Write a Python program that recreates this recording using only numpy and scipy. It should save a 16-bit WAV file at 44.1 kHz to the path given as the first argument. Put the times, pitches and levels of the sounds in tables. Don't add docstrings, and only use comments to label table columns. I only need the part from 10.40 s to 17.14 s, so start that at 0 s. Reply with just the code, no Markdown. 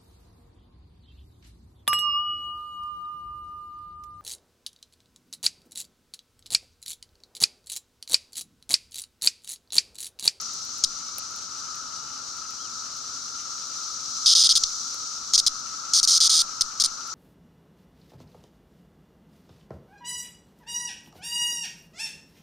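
import sys
import numpy as np
from scipy import signal
from scipy.fft import rfft, irfft, next_fast_len
from scipy.io import wavfile
from scipy.ndimage import uniform_filter1d, minimum_filter1d

SR = 44100
rng = np.random.default_rng(int(sys.argv[2]) if len(sys.argv) > 2 else 0)


def store_pcm(level_fs):
    pcm = np.round(np.clip(level_fs, -1, 1) * 32767).astype(np.int16)
    wavfile.write(sys.argv[1], SR, np.atleast_2d(pcm).T)


N = 297234


def from_db(db):
    return 10 ** (np.asarray(db) / 20)


def rms_one(x):
    return x / np.sqrt(np.mean(x ** 2) + 1e-20)


def sides(pan_db):
    return from_db(np.array([pan_db / 2, -pan_db / 2]))


def drift(rate_hz):
    r = np.exp(-80 * np.pi * rate_hz / SR)
    raw = rng.standard_normal(N // 40 + 2002)
    slow = signal.lfilter([1], [1, -2 * r, r * r], raw)[2000:]
    return np.interp(np.arange(N) / 40, np.arange(len(slow)), rms_one(slow))


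def resonance(x, hz, width_hz):
    r = np.exp(-np.pi * width_hz / SR)
    feedback = [1, -2 * r * np.cos(2 * np.pi * hz / SR), r * r]
    return signal.lfilter([(1 - r * r) / 2, 0, (r * r - 1) / 2], feedback, x)


def band(x, low_hz, high_hz, order=2):
    return signal.sosfilt(signal.butter(order, [low_hz, high_hz], "band", fs=SR, output="sos"), x)


def noise(spectrum, alike, flicker_db):
    hz, level_db = np.transpose(spectrum)
    size = next_fast_len(N)
    grid = np.arange(size // 2 + 1) * SR / size + 1
    shape = from_db(np.interp(np.log(grid), np.log(hz), level_db, left=-90, right=-90))
    mid, side = irfft(rfft(rng.standard_normal((2, size))) * shape, size)[:, :N]
    alike = np.clip(alike, 0, 1)
    both = np.sqrt(1 + alike) * mid + np.sqrt(1 - alike) * side * [[1], [-1]]
    return both / np.std(both.mean(axis=0)) * from_db(flicker_db * drift(15.3))


# f/Hz, relative level per Hz/dB
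AIR_COLOUR = [(15, -42), (25, -6.5), (172, 0), (210, -6), (234, -0.5), (295, -6), (361, -3), (415, -6),
              (734, -7), (1000, -3.5), (1300, -54), (2200, -120)]
# f/Hz, width/Hz, level/dB
HUM_TONES = [(227, 4.5, -70), (270.3, 21, -65.5)]
AIR_DB, MIDS_DB = -57, -59


def outdoor_air():
    air = from_db(AIR_DB) * noise(AIR_COLOUR, alike=0.46, flicker_db=0.77)
    mids_colour = [(900, -24.0), (1800, -8.0), (3200, -2.5)]      # f/Hz, relative level per Hz/dB
    mids = from_db(MIDS_DB) * noise(mids_colour, alike=0.76, flicker_db=2.0)
    hum = 0
    for hz, width_hz, level_db in HUM_TONES:
        hum = hum + from_db(level_db) * rms_one(resonance(rng.standard_normal(N), hz, width_hz))
    return air + mids + hum


# t/s, drone level/dB, hiss level/dB
CHORUS_LEVELS = [(0, -46.5, -35.5), (.35, -48, -36.5), (.7, -46, -37.5), (1.0, -46, -37.5),
                 (1.3, -42, -38.5), (1.8, -45, -38.5), (2.5, -44.5, -37), (3.4, -45, -36),
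                 (3.7, -45, -34.5), (3.85, -43.5, -31.5), (4.2, -45, -30), (4.55, -45.5, -35),
                 (5.2, -44, -36.5), (5.5, -42, -36.5), (6.74, -41.5, -38)]
# f/Hz, relative level per Hz/dB
DRONE_COLOUR = [(470, -25), (800, -25), (864, -15), (984, -20), (1140, -6), (1290, 4), (1360, 4),
                (1450, -7), (1630, -17.5), (2000, -32), (2600, -48), (4400, -120)]
# f/Hz, relative level per Hz/dB
HISS_COLOUR = [(1530, -36), (2600, -34), (3460, -14), (4260, -3), (4750, -3.5), (5940, 3.5), (6620, -2),
               (7550, -12.5), (8550, -18.5), (10100, -28.5), (14600, -37.5), (15900, -54), (16500, -61)]
HISS_PAN_DB, HISS_REFERENCE_DB, HISS_PAN_PER_DB = 2.5, -28.5, 0.21


def far_choruses():
    times, drone_points, hiss_points = np.transpose(CHORUS_LEVELS)
    t = np.arange(N) / SR
    drone_db = np.interp(t, times, drone_points)
    hiss_db = np.interp(t, times, hiss_points)
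    hiss_pan_db = HISS_PAN_DB + HISS_PAN_PER_DB * (HISS_REFERENCE_DB - hiss_db)
    drone = from_db(drone_db) * sides(6.0)[:, None] * noise(DRONE_COLOUR, alike=0.38, flicker_db=0.48)
    hiss = from_db(hiss_db) * sides(hiss_pan_db) * noise(HISS_COLOUR, alike=0.39, flicker_db=0.75)
    return drone + hiss


# t/s, length/s, first f/Hz, last f/Hz, arch height f/Hz, level at mid-whistle/dB before wavering
FAR_WHISTLES = [(0.647, 0.13, 2260, 2300, 10, -63), (1.535, 0.25, 2900, 2950, -8, -60),
                (1.581, 0.332, 907, 840, -25, -59), (2.183, .1, 2840, 2400, 680, -51)]
WHISTLE_EDGE_DB = -2


def whistles():
    out, t = np.zeros(N), np.arange(N) / SR
    for start, length_s, first_hz, last_hz, arch_hz, level_db in FAR_WHISTLES:
        along = np.clip((t - start) / length_s, 0, 1)
        arch = np.sin(np.pi * along)
        swell_db = WHISTLE_EDGE_DB * (1 - arch)
        gain = (arch > 1e-9) * from_db(level_db + swell_db + 2.8 * drift(40))
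        pitch_hz = first_hz + (last_hz - first_hz) * along + arch_hz * arch
        out += gain * np.sin(2 * np.pi * np.cumsum(pitch_hz) / SR)
    return out


# t/s, level before filtering/dB
LEG_TICKS = [(0.014, -23.5), (0.1366, -32), (0.2508, -33), (0.3825, -31), (0.7832, -17), (0.789, -23),
             (0.9098, -39), (0.962, -28.5), (1.3556, -34), (1.9714, -34), (2.1071, -33), (2.5681, -35),
             (4.545, -28), (6.6753, -36)]
TICK_LOW_DB, TICK_PAN_DB = -9.5, -0.5


def ticks():
    bright, dull = np.full((2, 2, N + 800), 1e-18)
    fade = np.exp(-np.arange(800) / (0.0016 * SR))
    pan = sides(TICK_PAN_DB)[:, None]
    for start, level_db in LEG_TICKS:
        at = round(start * SR)
        middle, spread = rng.standard_normal((2, 800)) * fade
        bright[:, at:at + 800] += from_db(level_db) * pan * (middle + 0.93 * spread * [[1], [-1]])
        dull[:, at:at + 800] += from_db(level_db + TICK_LOW_DB) * pan * middle
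    knock = 1.05 * band(dull, 850, 4700) + 2.3 * band(dull, 310, 780)
    return (0.65 * band(bright, 7500, 13400) + knock)[:, :N]


def nearby_echoes(x, t60_ms=110.0):
    t = np.arange(2200) / SR
    fade = from_db(-60000 * t / t60_ms) * (t > .001)
    scatter = rng.standard_normal((2, 2200)) * fade
    scatter = scatter / np.sqrt(np.sum(scatter ** 2, axis=1, keepdims=True))
    return signal.fftconvolve(x, scatter, axes=1)[:, :N]


def struck(modes, knocks):
    total = 0
    for hz, width_hz, left_db, right_db, sign in modes:
        once = resonance(knocks, hz, 1.42 * width_hz)
        twice = resonance(once, hz, 1.42 * width_hz)
        total = total + from_db([[left_db], [right_db]]) * [[1], [sign]] * twice
    return total


# t/s, length/ms, stroke period/ms, relative rib ring level/dB, relative body knock level/dB,
# low mode pitch against the rib's main pitch (ratio), left minus right level/dB
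ALARM_BUZZES = [(0.438, 11.8, 5.9, -17, -28, 0.83, 3.5), (3.8593, 78.4, 5.7, -19.5, -29, 0.7, 1),
                (3.951, 76.7, 5.65, -18.5, -28.5, 0.72, 0), (4.0364, 38.4, 6.4, -21, -27.5, 0.704, 0.5),
                (4.091, 36, 5.3, -21, -29.5, 0.7, 0.5), (4.1531, 29.5, 5.9, -20, -26, 0.725, 1.5),
                (4.2361, 6.1, 6.1, -17, -33.5, 0.77, 1), (4.9355, 27.8, 5.8, -15.5, -28, 0.8, 2.2),
                (4.9776, 25.6, 6.4, -15.5, -27.5, 0.84, 0.5), (5.0643, 19.5, 6.5, -17.5, -25.5, 0.77, 3.5),
                (5.535, 64.5, 5.6, -17.5, -27.5, 0.88, 1.7), (5.63, 24.4, 5.8, -21.5, -27.5, 0.94, 3.5),
                (5.675, 111, 5.7, -17.5, -28, 0.863, 0.5), (5.8033, 75, 5.77, -19, -26, 0.77, 1),
                (5.895, 127.4, 6.3, -19.5, -26, 0.78, 0), (6.209, 13.6, 7.3, -17, -25, 0.86, 2.5),
                (6.399, 27.2, 6.8, -18.5, -26.5, 0.88, 4.3), (6.438, 26.8, 6.7, -22, -26, 0.85, 0.5)]
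# delay/ms at a 5.8 ms stroke, f/Hz, relative level/dB, time to fall 60 dB/ms
MEMBRANE_RIBS = [(0, 6400, 3.5, 6), (.75, 5950, 2.5, 6), (1.5, 5550, 1.5, 6.5), (2.3, 5200, -.5, 7),
                 (3.2, 4900, -1.5, 7), (4.2, 4600, -3.5, 6.5)]
LOW_MODE_DB = -13
SAC_DB, SAC_RATIO, SAC_DB_PER_RATIO = 7, 0.6995, -180


def buckling_ribs(timing_ms=.28, rib_ms=.07, pitch_spread=0.019, strength_db=1.27, twin_pitch=0.024,
                  twin_pan_db=-0.7, twin_treble_db=-2.5, rise_ms=0.16, first_db=1.5):
    ringing, into_sac, knocks, snaps = np.full((4, 2, N + 900), 1e-18)
    t = np.arange(700) / SR
    rise = 1 - np.exp(-1000 * t / rise_ms)
    for start, length_ms, period_ms, level_db, knock_db, low_ratio, pan_db in ALARM_BUZZES:
        chance = rng.standard_normal((24, len(MEMBRANE_RIBS), 6))
        sac_db = SAC_DB + SAC_DB_PER_RATIO * (low_ratio - SAC_RATIO)
        snaps[:, round(start * SR)] += from_db(level_db + 6.5)
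        for k in range(round(length_ms / period_ms)):
            twin = (-1) ** k
            begins = start + (k * period_ms + (k > 0) * timing_ms * chance[k, 0, 0]) / 1000
            for (delay_ms, hz, rib_db, t60_ms), luck in zip(MEMBRANE_RIBS, chance[k]):
                wait_ms = delay_ms * period_ms / 5.8 + (delay_ms > 0) * rib_ms * luck[1]
                at = round((begins + wait_ms / 1000) * SR)
                pitch = hz * (1 + twin_pitch * twin + pitch_spread * luck[2])
                upper = from_db(level_db + 7) * np.sin(2 * np.pi * pitch * t)
                lower_gain = from_db(LOW_MODE_DB + strength_db * luck[3])
                lower = lower_gain * np.sin(2 * np.pi * low_ratio * pitch * t)
                start_db = rib_db + first_db * (k == 0) + strength_db * luck[4]
                dying = rise * from_db(start_db - 60000 * t / t60_ms)
                rib = sides(pan_db + twin_pan_db * twin)[:, None] * dying * (upper + lower)
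                ringing[:, at:at + 700] += rib
                into_sac[:, at:at + 700] += from_db(sac_db) * rib
                uneven_db = strength_db * (luck[5] + 0.51 * luck[[1, 2]])
                knocks[:, at] += from_db(knock_db + twin_treble_db * twin + uneven_db)
    return ringing, into_sac, knocks, snaps


# f/Hz, width/Hz, relative left level/dB, relative right level/dB, right sign
BODY_MODES = [(8765, 500, 7.5, 15.5, 0.93), (8900, 240, -33, -10, 0.1), (6430, 1640, 13, 10, 0.54)]
# f/Hz, width/Hz, relative left level/dB, relative right level/dB, right sign
HIGH_MODES = [(12100, 1630, -7, -4.5, 0.74), (13600, 810, -36, -13, 0.69)]
SAC_HZ, SAC_WIDTH_HZ = 4970, 340


def cicada():
    ringing, into_sac, knocks, snaps = buckling_ribs()
    sac = resonance(into_sac, SAC_HZ, SAC_WIDTH_HZ)
    body = ringing + sac + from_db(18.5) * struck(BODY_MODES, knocks)
    edges = signal.cheby1(4, .5, [3250, 9800], "band", fs=SR, output="sos")
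    thin = from_db(4.0) * band(knocks, 940, 2900) + band(snaps, 430, 7800, order=1)
    scattered = knocks * rng.choice([-1, 1], knocks.shape)
    high = from_db(19.0) * struck(HIGH_MODES, scattered)
    near = (signal.sosfilt(edges, body) + thin + high)[:, :N]
    return near + from_db(-16.5) * nearby_echoes(near)


def scene():
    return outdoor_air() + far_choruses() + whistles() + ticks() + cicada()


STANDING_BIAS = [-0.03, -0.19]
CUTOFF_HZ = 16400


def record(dry, knee_db=-18.5, slope=0.12, release_db_per_s=24.0, attack_ms=0.1, block_hz=8.8):
    level_db = 20 * np.log10(uniform_filter1d(np.abs(dry).max(axis=0), size=30) + 1e-6)
    level_db = -minimum_filter1d(-level_db, size=301, origin=150)
    fall = release_db_per_s * np.arange(N) / SR
    over_db = slope * np.maximum(level_db - knee_db, 0)
    held_db = np.maximum.accumulate(over_db + fall) - fall
    r = np.exp(-1000 / (attack_ms * SR))
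    gain = from_db(-signal.lfilter([1 - r], [1, -r], held_db))
    bias = np.c_[STANDING_BIAS]
    biased = gain * (dry + bias) - bias
    blocked = signal.sosfilt(signal.butter(2, block_hz, "high", fs=SR, output="sos"), biased)
    return signal.sosfilt(signal.ellip(10, .5, 70, CUTOFF_HZ, fs=SR, output="sos"), blocked)


dry = scene()
out = record(dry)
store_pcm(out)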